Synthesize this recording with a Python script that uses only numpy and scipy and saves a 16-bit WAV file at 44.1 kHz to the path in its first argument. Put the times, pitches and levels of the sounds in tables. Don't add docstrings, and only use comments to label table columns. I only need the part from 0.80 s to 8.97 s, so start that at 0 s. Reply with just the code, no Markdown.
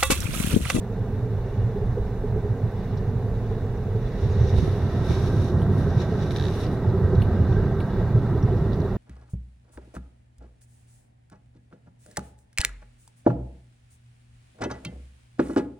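import sys
import numpy as np
from scipy import signal
from scipy.fft import rfft, irfft, next_fast_len
from scipy.io import wavfile
from scipy.ndimage import uniform_filter1d

SR = 44100
rng = np.random.default_rng(int(sys.argv[2]) if len(sys.argv) > 2 else 0)


def attenuation_scalar(level_db):
    decades = np.asarray(level_db, float) / 20
    return 10 ** decades


def to_wav(sig):
    pcm = np.clip(np.atleast_2d(sig), -1, 1) * 32767
    pcm = np.round(pcm).astype(np.int16)
    wavfile.write(sys.argv[1], SR, pcm.T)


N = 360297
T = np.arange(N) / SR
SLOW = T[::40]
F = np.maximum(np.fft.rfftfreq(next_fast_len(N), 1 / SR), 1)

# time in seconds, share turned to the side window (0-1).
TURN_TO_WINDOW = [
    (0, 0.02),
    (3.2, 0.14),
    (4.2, 0.96),
    (8.2, 0.9),
]
# frequency in Hz, density in dB per Hz.
WINDSCREEN_COLOUR = [(12, -23.5), (20, -4.5), (31, 0.5), (43, -5), (65, -6.5), (113, 6.5), (136, -13),
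                     (153, -17), (196, -16.5), (277, -20), (319, -29.5), (424, -15.5), (576, -29),
                     (831, -29.5), (958, -34.5), (2600, -56.5), (3380, -68), (5720, -120)]
# frequency in Hz, density in dB per Hz.
WINDOW_COLOUR = [(12, -41.5), (20, -7), (31, -8), (53, -5), (98, 2), (150, -3.5), (306, -12.5),
                 (399, -14.5), (460, -21.5), (499, -18), (866, -23.5), (1330, -29.5), (1440, -34.5),
                 (1560, -37), (1700, -43), (2600, -65.5), (3380, -83), (5720, -120)]
# frequency in Hz, width in Hz, lift in dB.
SIDE_GLASS_MODES = [(1305, 32, 1.5), (1332, 37, 4.5), (1510, 44, -0.5), (1895, 92, 17.5), (847, 57, 1),
                    (399, 54, 3), (660, 57, 3)]
# frequency in Hz, width in Hz, lift in dB.
CABIN_MODES = [(43.5, 9.3, 7), (89, 19, 2.5), (104.4, 14, 3), (191, 22, 6), (883, 22, -0.5),
               (1573, 143, 6.5)]
BODY_PART_EDGES = [68, 95, 124, 165, 340, 500]
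# time in seconds, cabin boom in dB.
ROAD_SURFACE = [(0, -32), (1.1, -27.5), (1.4, -31), (2.0, -30), (2.5, -26.5), (3.05, -28.5), (3.35, -35.5),
                (3.44, -22.5), (3.78, -20), (3.92, -24.5), (4.45, -23), (5.17, -21.5), (5.24, -27.5),
                (5.6, -24), (6.03, -29), (6.4, -18), (7.1, -25.5), (8.17, -26)]
# time in seconds, level in dB.
ROOF_DRUMMING = [(0, 1), (1, 0), (2.2, 0.5), (3.3, 0), (3.8, 0), (4.3, 0), (5.1, 2), (5.6, 0), (6.1, 0),
                 (6.6, 1), (7.2, 0.5), (8.17, 0)]
# centre in seconds, lift in dB, half length in seconds.
BOOM_LUMPS = [(.47, 5.5, 0.25), (.66, 15, 0.011), (.71, -8, 0.055), (.82, 9, 0.07), (1.08, 6.5, 0.061),
              (1.56, 7, 0.099), (1.85, 13.5, 0.025), (1.71, 8, 0.039), (3.45, 7, .02), (3.53, -3, .03),
              (3.62, 7.5, 0.025), (3.68, 0, 0.024), (3.745, 6.5, .015), (4.32, 9, 0.017), (4.88, 2, 0.055),
              (6.25, 5.5, 0.022), (6.34, -1.5, 0.045), (6.53, 4.5, 0.013), (6.605, 7.5, 0.013),
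              (7.65, 1.5, 0.037), (2.16, 9.5, 0.033), (2.9, 1, 0.066), (2.37, 5.5, 0.11),
              (3.18, 11.5, 0.074), (4.59, 4.5, 0.029), (4.69, -11, 0.027), (6.085, 16, 0.032),
              (6.18, 0, 0.096), (6.55, -3, 0.068), (4.95, -1.5, 0.054), (3.25, 3, 0.037),
              (7.12, -10.5, 0.037), (7.19, 5.5, 0.084), (7.37, 14, 0.031), (7.5, 2.5, 0.14),
              (7.72, 5.5, 0.22)]
# centre in seconds, lift in dB, half length in seconds.
SUSPENSION_HEAVES = [(0, -17, 0.046), (.25, 3, 0.07), (.5, 0, .03), (.61, 6, 0.027), (.82, 2, .06),
                     (1.08, 10.5, 0.056), (1.23, 10.5, 0.044), (1.39, 8, 0.03), (1.57, 7, 0.093),
                     (1.98, 3, 0.047), (2.23, 6.5, 0.035), (2.35, 7, 0.024), (2.52, 7.5, 0.045),
                     (2.85, 2.5, 0.23), (3.25, 10, 0.025), (3.37, 6, .03), (3.75, 5, .12), (4.5, 5, .03),
                     (5.19, 3, .05), (6.1, 2, 0.15), (6.42, 4.5, 0.098), (6.8, 10, 0.076), (7.05, 5, 0.043),
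                     (7.19, 10, 0.037), (7.37, 6, .04), (7.74, 5, 0.16), (7.92, 6, .05), (8.17, 6, .08)]
# centre in seconds, lift in dB, half length in seconds.
COARSE_PATCHES = [(.66, -1, 0.026), (1.21, -0.5, .03), (3.65, 1.5, 0.027), (4.05, -3.5, 0.043),
                  (4.37, 1.5, .03), (4.54, 1, 0.026), (4.9, 3, 0.024), (5.88, 2, .03), (6.2, 4, .03),
                  (6.42, -2.5, .03), (6.93, 1.5, .03), (7.07, -7, 0.027), (7.29, -5, 0.035),
                  (1.12, -5, 0.059), (1.18, 13.5, 0.014), (1.45, -11, 0.022), (1.57, 9, 0.022),
                  (2.23, 2.5, 0.036), (3.2, 3, 0.07), (3.45, 1, 0.087), (3.75, 2.5, 0.26), (5.1, -4, 0.069),
                  (5.2, 4, 0.029), (5.6, -0.5, 0.32), (6.0, 1, 0.074), (6.08, 4, 0.021), (6.3, 4.5, 0.056),
                  (6.66, -2, .04), (6.8, 3, 0.048), (6.99, 1.5, .03), (7.19, 4.5, 0.025),
                  (7.37, 3.5, 0.023), (7.42, -7, 0.013), (7.6, 0.5, 0.28), (7.87, 8, 0.012),
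                  (8.03, 3.5, 0.051), (8.17, -2, 0.056)]
# centre in seconds, lift in dB, half length in seconds.
TYRE_GRIT = [(1.55, 1, 0.11), (1.8, 1, 0.19), (3.4, 0.5, 0.042), (3.62, 0.5, 0.044), (3.8, -2, .04),
             (4.21, 0.5, .04), (4.66, -0.5, .04), (4.77, 1, .03), (5.09, 1, .04), (5.25, 1.5, .04),
             (5.95, 0.5, 0.044), (6.19, 0.5, .04), (7.28, 0.5, 0.037), (7.5, 1.5, .04), (7.73, -0.5, 0.019),
             (8.12, -0.5, .05)]
# centre in seconds, lift in dB, half length in seconds.
FLOOR_DIPS = [
    (.62, -5, 0.084),
    (1.2, 1, 0.12),
    (2.6, -1, 0.087),
    (3.9, -8, .05),
    (5.15, -4.5, 0.12),
    (5.9, 4, 0.044),
    (6.6, 1, 0.088),
    (7.3, -2, 0.059),
    (7.93, 3, 0.071),
]
# start in seconds, peak in dB, pitch in Hz.
TYRE_JOINTS = [(0.459, -32.5, 425), (0.658, -31.5, 390), (0.957, -25, 410), (1.018, -25.5, 416),
               (1.18, -28, 413), (1.436, -25, 417), (1.544, -34, 431), (1.646, -25.5, 418),
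               (2.748, -38, 446), (3.152, -24.5, 420), (2.714, -28.5, 445), (4.007, -41, 413),
               (4.08, -31.5, 404), (4.284, -39, 393), (4.469, -29.5, 400), (4.695, -26, 355),
               (5.071, -25, 404), (5.318, -25, 428), (5.434, -29, 362), (5.665, -29, 374),
               (6.064, -34, 370), (6.135, -26, 387), (6.229, -27, 405), (6.327, -22, 393),
               (6.544, -29.5, 400), (6.766, -29, 399), (6.846, -29, 396), (7.02, -37, 405),
               (7.511, -38, 360), (7.55, -23.5, 414), (7.717, -24, 383), (8.019, -35, 387)]
# start in seconds, peak in dB, pitch in Hz.
DOOR_KNOCKS = [(0.27, -40, 690), (4.179, -41, 689), (4.711, -43, 580), (4.842, -32, 676), (5.321, -30, 685),
               (5.375, -40, 725), (5.783, -39, 776), (6.042, -36, 870), (6.503, -34, 694),
               (6.914, -35, 720), (7.075, -34, 684), (7.206, -33.5, 624), (7.683, -31, 700),
               (8.027, -32.5, 640)]
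# peak time in seconds, level in dB, rise in seconds, fall in seconds.
TREAD_SWELLS = [
    (4.37, -47.5, .4, 0.7),
    (5.03, -46, 0.077, .8),
    (6.49, -48, 0.48, 0.094),
    (6.8, -43, 0.19, 0.047),
    (6.9, -45.5, 0.36, 0.82),
]

# start in seconds, peak in dB, push length in seconds, left minus right in dB.
FINGER_BUMPS = [
    (3.74, -21, 0.0012, -10),
    (3.783, -9, 0.0057, -7),
    (3.786, -25, 0.001, -14),
    (3.827, -19, 0.0032, -21),
    (3.878, -22, 0.0016, -24),
    (4.24, -32, 0.001, -14),
    (4.3072, -23, 0.0017, -24),
]
# peak in seconds, level in dB, rise and fall in seconds, relative top end in dB.
CLOTH_STROKES = [(3.16, -62, .01, .02, -21), (3.42, -55, 0.1, 0.42, -19), (3.7, -48.5, 0.089, .015, -20),
                 (3.785, -45.5, 0.044, 0.08, -18), (3.88, -55.5, .03, 0.11, -9.5),
                 (4.25, -59, 0.39, .05, -17), (4.305, -43.5, 0.03, 0.1, -17.5),
                 (4.38, -58.5, .03, .04, -8.5), (4.48, -48, .12, 0.017, -15.5),
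                 (4.68, -49.5, 0.62, 0.042, -15), (4.81, -58.5, .08, 0.026, -13),
                 (5.0, -53, 0.079, 0.054, -9.5), (5.03, -60, .01, .02, -18), (5.46, -56, .01, .015, -18),
                 (5.1, -57, 0.11, 0.087, -20), (5.22, -44, 0.045, 0.025, -23.5),
                 (5.39, -59.5, .2, 0.11, -16), (5.43, -47.5, 0.038, 0.021, -27),
                 (5.511, -46, .004, .008, -14), (5.52, -43, .006, 0.004, -15.5),
                 (5.568, -41.5, 0.013, .008, -15.5), (5.68, -48.5, 0.3, 0.094, -16.5),
                 (5.77, -55.5, .07, .04, -7.5), (5.82, -48.5, 0.12, 0.027, -12.5),
                 (5.838, -44.5, 0.011, 0.019, -17.5), (5.875, -57.5, .01, .006, -11),
                 (5.945, -56, 0.05, .02, -9), (6.73, -55, .04, 0.036, -26.5)]
# frequency in Hz, width in Hz, level in dB.
CASE_MODES = [(2680, 1600, -4), (3770, 350, 2.5), (5740, 800, -4.5), (1680, 970, -4)]
# frequency in Hz, width in Hz, level in dB.
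CASE_TOP_MODES = [(9480, 1200, 2), (11800, 2500, -7)]
# start in seconds, knock peak in dB, ring in dB, upper ring in dB.
METAL_JINGLES = [
    (4.816, -39.5, -57, -67),
    (6.417, -32, -53.5, -56.5),
    (7.002, -35.5, -57, -63),
]
METAL_RING_HZ = [9330, 12350]
METAL_SWELL_S = [.033, .037]
# lower edge in Hz, upper edge in Hz.
METAL_KNOCK_BANDS = [(1950, 3250), (3100, 4250)]
# start in seconds, peak in dB, left minus right in dB (held within 5
# dB when played).
TRIM_SLIPS = [(5.508, -29, -8), (5.517, -41, 2), (5.5547, -39, -1), (5.562, -25.5, 18), (5.585, -30, -5),
              (5.5982, -27, -6), (5.6106, -29.5, -8), (5.6244, -29.5, -16), (5.6392, -30, -3.5),
              (5.6536, -28, -6), (5.667, -30.5, -4), (5.684, -32, -5), (5.833, -36.5, 0)]
# frequency in Hz, decay in seconds, level in dB.
TRIM_MODES = [(3760, 0.001, 4.5), (5660, 0.0007, -8), (6600, 0.0006, -14), (1790, 0.0012, -1),
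              (2690, 0.00087, -5), (3400, 0.001, -3), (2200, .001, -8)]
# start in seconds, level in dB, centre in Hz, length in seconds, left minus right in dB.
SMALL_SCRAPES = [(2.169, -52.5, 4600, .0064, -3), (3.778, -55, 5000, .0044, 1.5),
                 (3.872, -56, 5500, .003, -7), (4.304, -47, 2200, .003, 1.5), (5.1, -55, 4860, .0044, 1),
                 (5.8652, -40, 3900, .0007, 3), (6.351, -54, 5200, .0012, -1), (7.938, -57, 4400, .004, -1),
                 (7.012, -55, 3900, .004, 2), (8.002, -50, 2100, .001, 0), (7.622, -57, 3900, .002, 0),
                 (8.001, -55, 4500, .0015, 2), (7.76, -61, 4500, .02, -2), (7.927, -52, 4100, .007, -3),
                 (8.001, -66, 12000, .001, 0), (4.309, -59, 11000, .002, 0), (2.711, -36, 800, .0012, -2),
                 (7.683, -33, 806, .0012, 1), (4.3055, -31, 900, .001, -8)]
# start in seconds, level in dB, centre in Hz, length in seconds, left minus right in dB.
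SMALL_CLICKS = [(5.2, -41, 3850, .002, 8), (7.6245, -49.5, 5600, .002, .5), (8.002, -52, 5700, .0012, 0),
                (6.3515, -46, 3950, .0012, -1), (6.0975, -49, 4000, .0012, 0), (6.985, -54, 3700, .002, 2),
                (6.552, -53, 3800, .0015, 1), (6.44, -57, 3900, .006, 1), (7.02, -56, 4050, .005, 2),
                (8.04, -58, 3800, .01, 0), (7.634, -59, 5500, .003, 0), (6.7235, -48, 3600, .0015, 2),
                (3.6, -58, 5900, .025, .5), (3.66, -57, 5800, .018, .5), (3.5, -62, 6500, .02, 0),
                (7.929, -45, 3800, .0014, -1), (7.916, -53, 3900, .003, 0), (8.0162, -48, 4100, .0008, 1.5)]

# frequency in Hz, density in dB per Hz.
AIR_SPECTRUM = [(1060, -32), (1800, 3), (2270, -7), (2550, -8), (3000, -8), (3120, -17), (3440, -6.5),
                (3950, -7), (4310, -13), (5640, -16.5), (8000, -38.5), (10400, -46), (17600, -120)]
# centre in seconds, lift in dB, half length in seconds.
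AIR_GUSTS = [(.95, 0, 0.91), (2.05, 4, 0.11), (3.3, 3.5, 0.11), (3.7, 5, 0.29), (4.08, 3.5, 0.17),
             (4.6, -16, 0.11), (5.64, 0, 0.1), (5.87, 3, .1), (6.58, 2, 0.26), (.75, 1, 0.11),
             (1.3, 1.5, .08), (1.5, 1, 0.1), (2.7, 2.5, 0.11), (3.05, -0.5, 0.037), (7.2, 1.5, .1),
             (7.5, 0, 0.045), (7.87, 0, 0.058)]
# frequency in Hz, side minus mid in dB.
SIDE_LEVEL = [(30, -27.5), (300, -27), (700, -17.5), (1400, -13), (3000, -2.5), (16000, -2)]
# frequency in Hz, density in dB per Hz.
CAPSULE_HISS = [(3530, -26), (6000, 1.5), (7080, -2.5), (8500, -4.5), (13800, -5.5), (15200, -4),
                (15800, 1)]
# frequency in Hz, width in Hz, depth (0-1).
MICROPHONE_NOTCHES = [(3200, 130, 0.8), (5040, 100, 0.2), (2513, 61, 0.6)]
# time in seconds, edge in Hz.
MONO_EDGE = [(0, 15600), (3.3, 14300), (3.9, 9150), (4.3, 8300), (5.7, 8200), (7.2, 11800), (8.2, 12200)]


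def curve(rows):
    s, value = np.transpose(rows)
    return np.interp(T, s, value)


def colour(points):
    hz, db = np.transpose(points)
    return attenuation_scalar(np.interp(np.log(F), np.log(hz), db, left=-120, right=-120))


def peak(hz, width):
    return 1 / (1 + 1j * (F / hz - hz / F) * hz / width)


def lifts(modes):
    return np.prod([1 + (attenuation_scalar(db) - 1) * abs(peak(hz, w)) ** 2 for hz, w, db in modes], axis=0)


def split(lo_hz, hi_hz, soft):
    edge = lambda hz: np.clip(np.log(F / hz) / soft / 2 + .5, 0, 1)
    return np.sin(np.pi / 2 * edge(lo_hz)) * np.cos(np.pi / 2 * edge(hi_hz))


def spectrum(x):
    return rfft(x, next_fast_len(N))


def wave(x):
    return irfft(x, next_fast_len(N))[..., :N]


def unit(x):
    return x / np.sqrt(np.mean(np.mean(x, axis=0) ** 2))


def steady(x, span_s):
    power = uniform_filter1d(np.mean(x, axis=0) ** 2, int(span_s * SR))
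    return unit(x / (power + .05 * power.mean()) ** .33)


def walk(rate):
    k = int(SR / rate)
    held = np.repeat(rng.standard_normal(N // k + 1), k)
    return 0.71 * uniform_filter1d(uniform_filter1d(held, k), k)[:N]


def lumps(rows):
    return np.interp(T, SLOW, sum(db * np.exp(-((SLOW - s) / half_s) ** 2) for s, db, half_s in rows))


def swells(s, db, rise_s, fall_s):
    late = SLOW[:, None] - s
    shapes = np.exp(2 * np.minimum(late / rise_s, -late / fall_s))
    return np.interp(T, SLOW, np.sqrt(shapes @ attenuation_scalar(2 * db)))


def wide_noise():
    mid, side = spectrum(rng.standard_normal((2, N)))
    side = side * colour(SIDE_LEVEL + [(SR / 2, 0)])
    return np.array([mid + side, mid - side])


def mottled(x):
    hz, s, cells = signal.stft(x, SR, nperseg=2048)
    specks_db = 2.6 * rng.standard_normal(cells.shape[1:])
    patches = np.repeat(rng.standard_normal((len(hz) // 32 + 1, len(s))), 32, axis=0)[:len(hz)]
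    cells = cells * attenuation_scalar(specks_db + 1.3 * patches)
    return unit(signal.istft(cells, SR, nperseg=2048)[1][:, :N])


def pan(db):
    return attenuation_scalar(np.array([[db], [-db]]) / 2)


def add(out, s, sound):
    i = int(s * SR)
    out[:, i:i + sound.shape[-1]] += sound[..., :N - i]


def bandpass(x, edges_hz):
    return signal.sosfilt(signal.butter(4, edges_hz, "bandpass", fs=SR, output="sos"), x)


def body_levels(turn):
    mean_db = -26
    rough = curve(ROAD_SURFACE) - mean_db
    shake = rough + lumps(BOOM_LUMPS)
    roof = curve(ROOF_DRUMMING)
    thud = -35 + 0.11 * rough + lumps(SUSPENSION_HEAVES)
    axle = -31.5 + 1.59 * rough + 0.51 * (shake - rough) - .5 * roof
    boom = -4.5 + mean_db + shake
    drum = -33 + 0.53 * shake + 3 * turn + roof
    slow_shake = uniform_filter1d(shake, int(.3 * SR))
    floor_pan = -37 + 0.29 * slow_shake + 4.5 * turn + 2.2 * roof + walk(11) + lumps(FLOOR_DIPS)
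    ring = -38 + 0.2 * rough + 4 * turn + lumps(COARSE_PATCHES)
    roar = -43.5 + 0.14 * rough + 4.5 * turn + 0.28 * walk(12) + lumps(TYRE_GRIT)
    return [(thud, 0.071), (axle, 0.12), (boom, 0.11), (drum, 0.27), (floor_pan, 0.13), (ring, 0.09), (roar, 0.12)]


def body_rumble():
    turn = curve(TURN_TO_WINDOW)
    front_gain = lifts(CABIN_MODES) * colour(WINDSCREEN_COLOUR)
    side_gain = lifts(CABIN_MODES) * colour(WINDOW_COLOUR) * lifts(SIDE_GLASS_MODES)
    edges, out = [1] + BODY_PART_EDGES + [SR / 2], 0
    noises = [wide_noise(), wide_noise()] * len(edges)
    for lo, hi, noise, (db, span_s) in zip(edges, edges[1:], noises, body_levels(turn)):
        band = noise * split(lo, hi, 0.1)
        front = unit(wave(band * front_gain))
        side = unit(wave(band * side_gain))
        out = out + attenuation_scalar(db) * steady((1 - turn) * front + turn * side, span_s)
    return out


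def road_knocks():
    out, t = np.zeros((2, N)), T[:5000]
    for rows, gain, rise_s, fall_s in [(TYRE_JOINTS, 1.15, 0.0072, 0.008), (DOOR_KNOCKS, 1, 0.0051, 0.0051)]:
        for s, db, hz in rows:
            add(out, s, gain * attenuation_scalar(db) * np.sin(2 * np.pi * hz * t) * t / rise_s * np.exp(1 - t / fall_s))
    return out


def tread_whine():
    whine = steady(unit(wave(wide_noise() * peak(1565, 110) ** 2)), 0.062)
    return curve(TURN_TO_WINDOW) * attenuation_scalar(-3.5) * swells(*np.transpose(TREAD_SWELLS)) * whine


def road():
    return pan(-2.1) * (body_rumble() + road_knocks() + tread_whine())


def bumps():
    out, t = np.zeros((2, N)), T[:2000]
    for s, db, length, pan_db in FINGER_BUMPS:
        push = np.sin(np.pi * t / length) * np.exp(-t / length / 1.9) * np.minimum(t / 0.00037, 1)
        add(out, s, -attenuation_scalar(db) * pan(pan_db) * push)
    return out


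def rustle():
    s, db, rise_s, fall_s, top_db = np.transpose(CLOTH_STROKES)
    scatter_db = 1.8 * rng.exponential(size=N) + 1.3 * walk(90)
    slips = rng.standard_normal((2, N)) * attenuation_scalar(scatter_db)
    slips = spectrum(slips[0] + np.array([[.75], [-.75]]) * slips[1])
    case = sum((-1) ** k * attenuation_scalar(g) * peak(hz, w) for k, (hz, w, g) in enumerate(CASE_MODES))
    case_top = sum(attenuation_scalar(g) * abs(peak(hz, w)) for hz, w, g in CASE_TOP_MODES)
    low = unit(wave(slips * case * split(900, 6100, 0.67)))
    top = unit(wave(slips * case_top * split(7500, 16500, .2)))
    low = swells(s, db, rise_s, fall_s) * low
    return low + swells(s, db + top_db, rise_s, fall_s) * attenuation_scalar(1.2 * walk(30)) * top


def creak():
    out, t = np.zeros((2, N)), T[:600]
    phases = rng.uniform(-.45, .45, (len(TRIM_SLIPS), 2))
    for (s, db, pan_db), phase in zip(TRIM_SLIPS, phases):
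        ring = 0
        for hz, decay, g in TRIM_MODES:
            ring = ring + attenuation_scalar(g) * np.sin(2 * np.pi * hz * t + phase[:, None]) * np.exp(-t / decay)
        slip = 1 - np.exp(-t / .0004)
        add(out, s, 1.13 * ring * slip * attenuation_scalar(db) * pan(np.clip(pan_db, -5, 5)))
    return out


def jingle():
    out, t = np.zeros((2, N)), T[:2900]
    knock_s = .0031
    click_filter = signal.butter(2, 4600, "highpass", fs=SR, output="sos")
    for s, db, *rings_db in METAL_JINGLES:
        knock = rng.standard_normal((2, len(t))) * t / knock_s * np.exp(1 - t / knock_s)
        knock = knock + knock[0]
        body = sum(bandpass(knock, edges) for edges in METAL_KNOCK_BANDS)
        sound = attenuation_scalar(db) * body / np.abs(body).max(axis=1).mean()
        sound = sound + attenuation_scalar(db - 31.0) * signal.sosfilt(click_filter, knock)
        add(out, s - .001, sound)
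        for hz, ring_db, blur, swell_s in zip(METAL_RING_HZ, rings_db, (.03, .1), METAL_SWELL_S):
            swell = 0.38 * np.sin(np.pi * t / t[-1]) + np.exp(-((t - swell_s) / 0.0036) ** 2)
            wander = blur * np.cumsum(rng.standard_normal(len(t)))
            ring = np.sin(2 * np.pi * hz * t + wander + np.array([[0], [1.5]]))
            add(out, s - .024, attenuation_scalar(ring_db - 0.5) * swell * ring)
    return out


def ticks(rows, share):
    out, t = np.zeros((2, N)), T[:4000]
    for s, db, hz, length, pan_db in rows:
        burst = rng.standard_normal((2, len(t))) * t / length * np.exp(1 - t / length)
        burst = bandpass(burst + burst[0], [hz * (1 - share / 2), hz * (1 + share / 2)])
        energy = np.mean(np.sum(burst ** 2, axis=1))
        add(out, s, burst * np.sqrt(1.4 * length * SR / energy) * attenuation_scalar(db) * pan(pan_db))
    return out


def scrapes_and_clicks():
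    return ticks(SMALL_SCRAPES, .55) + ticks(SMALL_CLICKS, .13)


def air():
    db = -59.5 + 4.5 * curve(TURN_TO_WINDOW) + lumps(AIR_GUSTS)
    return attenuation_scalar(db + walk(14)) * mottled(wave(wide_noise() * colour(AIR_SPECTRUM)))


def capsule_noise():
    hiss = mottled(wave(spectrum(rng.standard_normal((2, N))) * colour(CAPSULE_HISS)))
    hiss = attenuation_scalar(-69.5 + curve(TURN_TO_WINDOW)) * hiss
    return hiss + attenuation_scalar(-87 + 2.5 * walk(25)) * np.sin(2 * np.pi * 15734 * T + .8 * walk(12))


def narrow_treble(left, right):
    hz, s, side = signal.stft(left - right, SR, nperseg=2048)
    edge = np.interp(s, *np.transpose(MONO_EDGE))
    side = side * (hz[:, None] < 690 * np.round(edge / 690))
    side = signal.istft(side, SR, nperseg=2048)[1][:N]
    return np.array([left + right + side, left + right - side]) / 2


def scene():
    return road() + bumps() + rustle() + creak() + jingle() + scrapes_and_clicks() + air()


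def roll_off(x):
    return signal.sosfilt(signal.butter(12, 15790, fs=SR, output="sos"), x)


def record(dry):
    notch = np.prod([1 - min(depth, 1) * peak(hz, w) for hz, w, depth in MICROPHONE_NOTCHES], axis=0)
    left, right = wave(spectrum(dry + capsule_noise()) * notch * (F < 15790))
    return roll_off(narrow_treble(left, right))


dry = scene()
out = record(dry)
to_wav(out)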